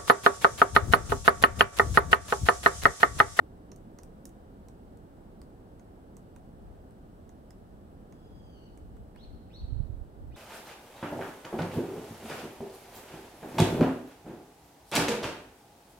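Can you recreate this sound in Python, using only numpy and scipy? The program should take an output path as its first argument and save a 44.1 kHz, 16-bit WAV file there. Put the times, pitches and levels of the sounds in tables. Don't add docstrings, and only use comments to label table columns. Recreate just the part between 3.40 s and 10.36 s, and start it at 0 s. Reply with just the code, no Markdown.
import sys
import numpy as np
from scipy import signal
from scipy.fft import rfft, irfft, next_fast_len
from scipy.io import wavfile
from scipy.ndimage import map_coordinates

SR = 44100
rng = np.random.default_rng(int(sys.argv[2]) if len(sys.argv) > 2 else 0)


def log_audio(samples):
    frames = np.atleast_2d(samples).T
    limited = np.clip(frames, -1, 1)
    pcm = np.round(limited * 32767).astype(np.int16)
    wavfile.write(sys.argv[1], SR, pcm)


N = 306936


def amp(db):
    return 10 ** (np.asarray(db) / 20)


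def unit(x):
    return x / np.sqrt(np.mean(x ** 2) + 1e-20)


def along(points, hz):
    f, v = np.transpose(points)
    return np.interp(np.log(hz + 1), np.log(f + 1), v)


def wobble(rate):
    return map_coordinates(rng.standard_normal(int(N * rate / SR) + 4), [np.arange(N) * rate / SR])


def filtered(x, response):
    size = next_fast_len(N + SR // 2)
    return irfft(rfft(x, size) * response(np.fft.rfftfreq(size, 1 / SR)), size)[..., :N]


def noise(colour):
    return unit(filtered(rng.standard_normal((2, N)), lambda hz: amp(along(colour, hz))))


def from_right(x, lag_s):
    return filtered(x, lambda hz: np.exp(1j * np.pi * hz * lag_s * np.array([[-1], [1]])))


def add(track, start_s, sound):
    part = track[..., round(start_s * SR):][..., :sound.shape[-1]]
    part += sound[..., :part.shape[-1]]


def far_wind(roar_db=-50.5, treetop_db=-48, split_hz=450, ease_db_per_s=0.2234, swells_per_s=4.26):
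    # f/Hz, level/dB
    colour = [(15, -37), (25, -1), (43, -2), (80, -4), (135, -7), (200, -4.5), (300, -8.5), (400, -11.5),
              (600, -16.5), (770, -18.5), (1000, -26.5), (1500, -30.5), (2100, -41), (3000, -48.5),
              (5000, -120)]
    # f/Hz, likeness (0 to 1)
    likeness = [(50, 1), (150, 1), (340, 0.95), (520, .6), (750, 0.37), (1100, 0.39), (1600, 0.3),
                (2500, 0.012)]

    def mid_side(hz):
        angle = np.arccos(np.clip(along(likeness, hz), -1, 1)) / 2
        return np.array([np.cos(angle), np.sin(angle)])

    ease_db = ease_db_per_s * np.arange(N) / SR
    roar_gain = amp(roar_db - ease_db - 0.14 * wobble(swells_per_s))
    treetop_gain = amp(treetop_db - ease_db + 0.2 * wobble(swells_per_s))
    mid, side = filtered(noise(colour), mid_side)
    air = unit(from_right(np.array([mid + side, mid - side]), lag_s=0.00037))
    roar = filtered(air, lambda hz: 1 / (1 + (hz / split_hz) ** 4))
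    rush = roar_gain * roar + treetop_gain * (air - roar)
    return rush * amp([[-.6], [.6]])


def hiss(hiss_db=-75.5, port_db=-80.5):
    # f/Hz, level/dB
    colour = [(500, -32), (2100, -3), (2900, 8.5), (4000, 5.5), (6500, 0.5), (9000, -2), (12000, 1.5),
              (15500, -0.5)]
    resonance = [(6000, -40), (7400, -10), (8000, 0), (8600, -11), (9400, -5), (10500, -15),
                 (14000, -24)]
    left_port = amp(port_db) * noise(resonance) * [[1], [0]]
    return amp(hiss_db) * noise(colour) + left_port


def strike(hz, width_hz, contact_s):
    age = np.arange(SR // 16) / SR / contact_s
    scrape = age * np.exp(-age) * rng.standard_normal(len(age))
    edges = np.clip([hz - width_hz / 2, hz + width_hz / 2], 100, SR / 2 - 500)
    ring = signal.sosfilt(signal.butter(2, edges, "bandpass", fs=SR, output="sos"), scrape)
    return ring / np.linalg.norm(ring)


def beak_blow(knock_db, ring_hz, ring_db, snap_db):
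    hollow = amp(knock_db + 3) * strike(hz=750, width_hz=450, contact_s=.0025)
    knock = amp(knock_db + 1) * strike(hz=1400, width_hz=1200, contact_s=.0013)
    ring = amp(ring_db) * strike(hz=ring_hz, width_hz=950, contact_s=.0007)
    flake = amp(ring_db - 9) * strike(hz=4200, width_hz=1600, contact_s=.0008)
    snap = amp(snap_db + 2) * strike(hz=8200, width_hz=2200, contact_s=.0007)
    splinter = amp(snap_db - 5.5) * strike(hz=13000, width_hz=4800, contact_s=.0008)
    crumbs = amp(snap_db - 8) * strike(hz=9500, width_hz=7000, contact_s=.009)
    return hollow + knock + ring + flake + snap + splinter + crumbs


def trunks(x, decay_scale):
    # f/Hz, t/s
    decay = [(300, .4), (1200, .8), (4000, .95), (6000, .8), (12000, .6)]
    hz, t, spectra = signal.stft(rng.standard_normal((2, SR)), SR, nperseg=256)
    t60_s = decay_scale * along(decay, hz)[:, None]
    _, tail = signal.istft(spectra * amp(-60 * t / t60_s), SR, nperseg=256)
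    return signal.fftconvolve(x[None], tail / np.linalg.norm(tail[0]), axes=1)[:, :N]


def woodpecker(gain_db=19, left_db=-7, near_db=-9, far_db=-22):
    # t/s, crack/dB, knock/dB, ring/Hz, brightness/dB
    pecks = [(0.3167, -54, -56.5, 6020, -5.5), (0.3608, -58, -73, 6270, 0), (.5866, -52.5, -52.5, 5860, -4),
             (0.633, -54, -62, 6300, 0), (.854, -46.5, -58, 5860, 1.5), (0.892, -65, -69, 6470, 4),
             (1.2846, -58, -61, 5840, 0), (1.572, -69, -75, 4770, 3.5), (2.016, -57, -59.5, 4800, -1),
             (2.395, -65, -60.5, 6200, -4), (2.7674, -56, -58, 6300, 1), (2.9615, -61, -55.5, 6260, 0),
             (3.5079, -71, -71, 4540, 2), (3.8918, -62, -61, 6540, -3), (4.106, -57.5, -57.5, 5200, -1),
             (4.724, -64.5, -57, 6240, -3.5), (5.3747, -63.5, -62, 6400, 2.5), (5.5675, -74, -61, 6160, 3),
             (5.7603, -65.5, -55.5, 4640, -1)]
    taps = np.zeros(N)
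    for start_s, crack_db, knock_db, ring_hz, bright_db in pecks:
        blow = beak_blow(knock_db, ring_hz, ring_db=crack_db - bright_db, snap_db=crack_db + bright_db)
        add(taps, start_s, amp(gain_db) * blow)
    near = amp(near_db) * trunks(taps, decay_scale=.17)
    far = amp(far_db) * trunks(taps, decay_scale=.6)
    return taps * amp([[left_db], [0]]) + near + far


def port_flow(draught_db=-64.5, growth_db_per_s=1.41, attack_s=0.031, release_s=0.042):
    # t/s, hold/s, left/dB, right/dB
    puffs = [(1.45, 0.17, -58, -56), (3.196, 0.13, -48.5, -50), (4.923, 0.13, -49, -58),
             (5.427, 0.23, -48.5, -47.5), (5.89, 0.065, -43.5, -60), (6.224, 0.023, -41, -39),
             (6.321, 0.12, -52, -28.5), (6.503, 0.12, -47, -36.5), (6.8, .14, -46, -42)]
    t = np.arange(N) / SR
    flow = amp(draught_db + growth_db_per_s * t)
    for start_s, hold_s, left_db, right_db in puffs:
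        before, after = np.maximum(start_s - t, 0), np.maximum(t - start_s - hold_s, 0)
        envelope = np.exp(-before / attack_s - after / release_s)
        flow = np.maximum(flow, amp([[left_db], [right_db]]) * envelope)
    return flow


def gust():
    # f/Hz, level/dB
    colour = [(12, -22), (28, -3), (45, 0), (68, 0), (100, -8), (150, -15), (250, -28), (500, -50),
              (1200, -75), (3000, -120)]
    # t/s, half length/s, left/dB, right/dB
    eddies = [(6.245, .0042, -30, -29), (6.33, .0028, -55, -21), (6.404, .0023, -55, -19.5),
              (6.502, .003, -44, -21.5)]
    rumble = port_flow() * noise(colour)
    for centre_s, half_s, left_db, right_db in eddies:
        offset = (np.arange(N) / SR - centre_s) / half_s
        thump = (1 - offset ** 2) * np.exp(-offset ** 2 / 2)
        rumble += amp([[left_db], [right_db]]) * thump
    return rumble


def bird_note(t, hz, db, roughness, length_s, drop_oct, partials, drop_db=12):
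    closing = np.clip((t - length_s) / (t[-1] - length_s), 0, 1)
    quiver = 1 + roughness * wobble(rate=300)[:len(t)]
    pitch_hz = hz * 2 ** (-drop_oct * closing) * quiver
    phase = 2 * np.pi * np.cumsum(pitch_hz) / SR
    tremble_db = 2.5 * wobble(rate=62.4)[:len(t)]
    tone = sum(amp(level_db) * np.sin(round(k) * phase) for k, level_db in partials)
    return amp(db + tremble_db - drop_db * closing) * tone


def falling_whistle(start_s=4.72, length_s=.55, drop_s=0.027):
    # harmonic number, level/dB
    partials = [(2, -1), (3, -3), (4, -11.5)]
    high_hz, low_hz, sag_hz_per_s = 1676, 1510, 110
    slide_middle_s, slide_width_s = .41, .042
    full_db, swell_db_per_s = -70.5, 20.5
    clear, hoarse = 0.01, 0.0304
    t = np.arange(0, length_s + drop_s, 1 / SR)
    slide = 1 / (1 + np.exp((slide_middle_s - t) / slide_width_s))
    hz = high_hz + (low_hz - high_hz) * slide - sag_hz_per_s * t
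    db = full_db + swell_db_per_s * (t - length_s)
    roughness = clear + (hoarse - clear) * slide
    voice = np.zeros(N)
    add(voice, start_s, bird_note(t, hz, db, roughness, length_s, drop_oct=.27, partials=partials))
    return voice


def rising_yelps(start_hz=716, rise_s=.038, attack_s=0.051, attack_db=12.5, sag_db_per_s=38):
    # t/s, length/s, closing drop/s, top pitch/Hz, relative level/dB
    yelps = [(5.748, .096, .008, 2286, -59), (6.093, .106, .025, 2346, -58), (6.907, .1, .015, 2274, -60)]
    # harmonic number, level/dB
    partials = [(1, -27), (2, 0), (3, -12), (4, -10)]
    # f/Hz, gain/dB
    throat = [(1000, 0), (2500, 0), (3500, -2), (4400, .5), (4900, -1), (5500, 1), (5850, -4), (6300, -16),
              (7500, -32)]
    voice = np.zeros(N)
    for start_s, length_s, drop_s, top_hz, level_db in yelps:
        t = np.arange(0, length_s + drop_s, 1 / SR)
        slack = np.exp(-t / rise_s)
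        hz = top_hz + (start_hz - top_hz) * slack
        onset_db = attack_db * np.maximum(1 - t / attack_s, 0)
        sag_db = sag_db_per_s * np.maximum(t - attack_s, 0)
        db = level_db - onset_db - sag_db
        roughness = .022 + .035 * slack
        add(voice, start_s, bird_note(t, hz, db, roughness, length_s, drop_oct=1.1, partials=partials))
    return filtered(voice, lambda hz: amp(along(throat, hz)))


def far_bird(yelp_direct_db=-4, yelp_early_db=-3.5, whistle_echo_db=0.5):
    whistle, yelps = falling_whistle(), rising_yelps()
    direct = from_right(whistle + amp(yelp_direct_db) * yelps, lag_s=.00047)
    early = amp(yelp_early_db) * trunks(yelps, decay_scale=0.078)
    echo = trunks(amp(whistle_echo_db) * whistle + yelps, decay_scale=0.87)
    return direct + early + echo


def scene():
    return woodpecker() + far_bird() + far_wind() + gust() + hiss()


def record(dry):
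    return filtered(dry, lambda hz: hz < 15850)


dry = scene()
out = record(dry)
log_audio(out)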